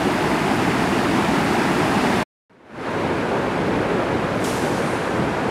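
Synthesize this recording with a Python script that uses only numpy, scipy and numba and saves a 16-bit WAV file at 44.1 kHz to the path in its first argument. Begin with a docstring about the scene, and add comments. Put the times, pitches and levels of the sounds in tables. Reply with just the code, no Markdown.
"""Floodwater in two scenes

Water pours steadily over a bank into a foaming ditch: bubbles that ring and climb in pitch, over foam noise.
It stops, and after a short silence a wide, duller sheet of water fades in, rushing across a road.
Late on, a spray-like hiss of shaped noise leaks in, bursts and dies away, with faint whistles in its tail."""
import sys
import numpy as np
from scipy import signal
from scipy.fft import rfft, irfft
from scipy.io import wavfile
from numba import njit

SR = 44100
rng = np.random.default_rng(int(sys.argv[2]) if len(sys.argv) > 2 else 0)


def transcribe(signal):
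    """Save signal, clipped to [-1, 1], as a 16-bit WAV file at the path in sys.argv[1]."""
    frames = np.atleast_2d(signal).T
    limited = np.clip(frames, -1, 1)
    pcm = np.round(limited * 32767).astype(np.int16)
    wavfile.write(sys.argv[1], SR, pcm)


N = 242549


def ditch():
    """Water plunges over the bank and beats air into a cloud of ringing bubbles; its splash grows slowly."""
    # Spectrum of the plunging water. Each row: frequency in Hz, relative density in dB per Hz.
    ditch_spectrum = [(22, -28.5), (65, -10), (120, -8), (185, -2), (350, -1.5), (420, -6.3), (510, -12.5),
                      (670, -8), (860, -7), (1100, -12.5), (1650, -13.5), (2050, -16), (2850, -20.5),
                      (3150, -24.5), (3450, -24), (3900, -27), (4950, -28), (5900, -32.5), (10000, -36),
                      (12500, -44), (13800, -44.5), (15500, -53)]
    rumble_db, churn_db = -24, -22
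    splash_start_db, splash_rise_db_per_s = -29, 0.71
    cloud = bubbles(cycles=19.5, spread_db=0.13, rise=0.11, count=45000)
    splash_db = splash_start_db + splash_rise_db_per_s * clock()
    return water(ditch_spectrum, rumble_db, churn_db, splash_db, cloud,
                 foam_db=-2.0, blur_hz=3950, splash_top_hz=12000)


def road():
    """A broad, shallow, duller rush: rumble and roar each swell and settle over a steady splash."""
    # Spectrum of the sheet of water. Each row: frequency in Hz, relative density in dB per Hz.
    road_spectrum = [(25, -28), (70, -7), (100, -6.3), (160, -2.4), (215, -0.8), (320, -2), (420, -0.5),
                     (540, -2.5), (700, -7), (950, -9), (1200, -13.5), (1620, -14.5), (1850, -18.5),
                     (2500, -22), (3000, -27), (4300, -33), (5800, -39), (10500, -46), (13000, -56),
                     (15500, -64)]
    # Rumble, below 280 Hz. 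Each row: time in seconds, level in dB before the fade-in.
    rumble_levels = [(2.95, -28.5), (3.13, -27), (3.3, -28), (3.72, -25), (3.81, -24.2), (3.92, -27),
                     (4.3, -26), (4.58, -28.5), (4.7, -26), (4.87, -27), (5.07, -30.5), (5.2, -23),
                     (5.33, -27.5)]
    # Roar, 280 Hz to 1 kHz. Each row: time in seconds, level in dB before the fade-in.
    roar_levels = [(2.9, -25), (3.05, -24.8), (3.2, -26.5), (3.32, -22), (3.44, -25), (3.88, -24),
                   (4.05, -22.5), (4.24, -24.5), (4.5, -25.5), (4.58, -23), (4.78, -23.5), (4.94, -25),
                   (5.2, -24.5)]
    splash_db = -32.5
    cloud = bubbles(cycles=20.5, spread_db=0.26, rise=0.08, count=45000)
    rumble_db = np.interp(clock(), *np.transpose(rumble_levels))
    roar_db = np.interp(clock(), *np.transpose(roar_levels))
    return water(road_spectrum, rumble_db, roar_db, splash_db, cloud,
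                 foam_db=0.0, blur_hz=3000, splash_top_hz=3530)


def water(spectrum, rumble_db, churn_db, splash_db, cloud, foam_db, blur_hz, splash_top_hz):
    """Bubbles blur into foam noise; rumble, churn and splash have their own levels, and octaves flicker."""
    rumble_top_hz, churn_top_hz, splash_low_hz = 280, 1000, 1500
    # unrest at the lowest octave: common to all octaves, and each octave's own
    surge_db, flicker_db = 0.2, 0.35
    surge_per_s, flicker_per_s = 17, 24
    hz = frequencies()

    # power share; above blur_hz bubbles are too many and too small to hear singly
    bubble_share = 1 / (1 + undb(2 * foam_db)) / (1 + (hz / blur_hz) ** 2)
    foam = rng.standard_normal(N)
    mix = rfft(cloud) * np.sqrt(bubble_share) + rfft(foam) * np.sqrt(1 - bubble_share)
    source = mix * colour(spectrum, hz)

    def band_rms(mask):
        """Rms of the source within a frequency mask."""
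        return np.std(irfft(source * mask, N))

    rumble_gain = undb(rumble_db) / band_rms(hz < rumble_top_hz)
    churn_gain = undb(churn_db) / band_rms((hz > rumble_top_hz) & (hz < churn_top_hz))
    splash_gain = undb(splash_db) / band_rms((hz > splash_low_hz) & (hz < splash_top_hz))

    octave = np.log2(np.clip(hz, 62.5, 16000) / 62.5)
    surge = walk(surge_per_s)
    out = 0
    for k in range(9):
        band = irfft(source * np.clip(1 - abs(octave - k), 0, 1), N)
        # rumble gives way to churn near 280 Hz, churn to splash from 500 Hz to 2 kHz
        low = np.clip((3 - k) / 1.5, 0, 1)
        high = np.clip((k - 3) / 2, 0, 1)
        gain = low * rumble_gain + (1 - low - high) * churn_gain + high * splash_gain
        # countless small bubbles average out: the treble is steadiest
        unrest = 1 / (1 + (k / 6) ** 4)
        wobble_db = unrest * (surge_db * surge + flicker_db * walk(flicker_per_s))
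        out = out + band * gain * undb(wobble_db)
    return out


def bubbles(cycles, spread_db, rise, count):
    """A cloud of bubbles, even in spectrum: many small and high, few large and low, strengths by chance."""
    low_hz, high_hz = 90, 15000
    when, bore, life, luck = rng.random((count, 4)).T
    root_low, root_high = np.sqrt(low_hz), np.sqrt(high_hz)
    hz = (root_low + bore * (root_high - root_low)) ** 2
    length = cycles * (0.5 + life) * SR / hz  # samples
    turn = 2 * np.pi * hz / SR  # radians per sample
    fade = np.log(300) / length  # to 1/300 by the end
    glide = rise * turn / length  # pitch climbs by the fraction rise
    # small bubbles die sooner, so they start stronger to carry the same power
    size = hz ** 0.75 * undb(-spread_db * np.log(np.maximum(luck, 0.01)))
    starts = (when * N).astype(np.int64)
    return unit(ring(starts, turn, fade, glide, size, length.astype(np.int64), N))


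@njit
def ring(starts, turn, fade, glide, size, length, out_size):
    """Sum of dying sines whose pitch climbs as they ring, each a rotating, shrinking phasor."""
    out = np.zeros(out_size)
    for k in range(len(starts)):
        z = size[k] + 0j
        pole = np.exp(1j * turn[k] - fade[k])
        bend = np.exp(1j * glide[k])
        for i in range(starts[k], min(starts[k] + length[k], out_size)):
            out[i] += z.imag
            z *= pole
            pole *= bend
    return out


def hiss():
    """Spray-like noise leaks in, bursts out brightly and sputters away, its finest sizzle fading first."""
    # Spectrum of the hiss. Each row: frequency in Hz, relative density in dB per Hz.
    hiss_spectrum = [(1500, -23), (3000, 2), (4700, 1), (6500, 0.5), (9000, -1.5), (11400, -5),
                     (12800, -12), (13700, -14.5), (15500, -27)]
    burst_s, attack_s = 4.44, 0.002
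    leak_db, leak_rise_db_per_s = -42, 135
    burst_db, burst_fall_db_per_s = -42, 96
    tail_db, tail_fall_db_per_s = -35, 18.5
    sputter_db, sputter_per_s = 0.6, 24
    # sizzle lies above sizzle_hz: boosted in the burst, falling faster in the tail
    sizzle_hz, sizzle_boost_db, sizzle_extra_fall_db_per_s = 11000, 6, 9
    hz = frequencies()

    noise = unit(irfft(rfft(rng.standard_normal(N)) * colour(hiss_spectrum, hz), N))
    sizzle = irfft(rfft(noise) * (1 - 1 / (1 + (hz / sizzle_hz) ** 8)), N)
    body = noise - sizzle

    ahead = np.maximum(burst_s - clock(), 0)
    age = np.maximum(clock() - burst_s, 0)
    opened = np.minimum(age / attack_s, 1)
    leak = undb(leak_db - leak_rise_db_per_s * ahead) * noise
    bright = body + sizzle * undb(sizzle_boost_db)
    burst = undb(burst_db - burst_fall_db_per_s * age) * bright
    dulling = body + sizzle * undb(-sizzle_extra_fall_db_per_s * age)
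    tail = undb(tail_db - tail_fall_db_per_s * age + sputter_db * walk(sputter_per_s)) * dulling
    return (1 - opened) * leak + opened * (burst + tail + whistles())


def whistles():
    """Narrow noise bands ring faintly through the dying hiss: they swell once, wavering, and are gone."""
    # Faint whistles. Each row: centre in Hz, relative level in dB.
    whistle_bands = [(8640, 2), (9450, -2), (10400, -8)]
    width_hz, level_db = 150, -50.5  # level at the peak of the swell
    peak_s, swell_s = 4.94, 0.12
    waver_db, waver_per_s = 1.5, 12
    hz = frequencies()
    out = 0
    for centre_hz, db in whistle_bands:
        resonance = 1 / (1 + (2 * (hz - centre_hz) / width_hz) ** 2)
        band = irfft(rfft(rng.standard_normal(N)) * resonance, N)
        out = out + band * undb(db + waver_db * walk(waver_per_s))
    swell = np.exp(-0.5 * ((clock() - peak_s) / swell_s) ** 2)
    return unit(out) * undb(level_db) * swell


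def undb(db):
    """Decibels to gain."""
    return 10 ** (np.asarray(db) / 20)


def unit(x):
    """Scale to rms 1."""
    return x / np.sqrt(np.mean(x ** 2))


def clock():
    """Time of every sample in seconds."""
    return np.arange(N) / SR


def frequencies():
    """Frequency of every FFT bin in Hz."""
    return np.fft.rfftfreq(N, 1 / SR)


def colour(points, hz):
    """Gain of a (Hz, dB) spectrum at the given frequencies; zero below its first point."""
    f, db = np.transpose(points)
    return undb(np.interp(np.log(hz + 1), np.log(f), db, left=-np.inf))


def walk(rate_hz):
    """Smooth random signal of rms 1: noise low-passed near rate_hz."""
    return unit(irfft(rfft(rng.standard_normal(N)) / (1 + (frequencies() / rate_hz) ** 4), N))


def scene():
    """The ditch stops within milliseconds; after a silence road and hiss come in along an S-curve of gain."""
    stop_s, stop_db_per_s = 2.229, 3503
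    entry_s = 2.496
    fade_floor_db, fade_mid_s, fade_time_s = -29.7, 2.824, 0.049
    t = clock()
    stop = undb(-stop_db_per_s * np.maximum(t - stop_s, 0))
    floor = undb(fade_floor_db)
    fade = floor + (1 - floor) / (1 + np.exp((fade_mid_s - t) / fade_time_s))
    first = ditch() * stop
    second = (road() + hiss()) * fade * (t > entry_s)
    return (first + second)[None]


def record(dry):
    """A steep elliptic low-pass removes the top of the treble."""
    top_hz = 15700
    top_cut = signal.ellip(10, 0.1, 80, top_hz, fs=SR, output="sos")
    return signal.sosfilt(top_cut, dry)


dry = scene()
out = record(dry)
transcribe(out)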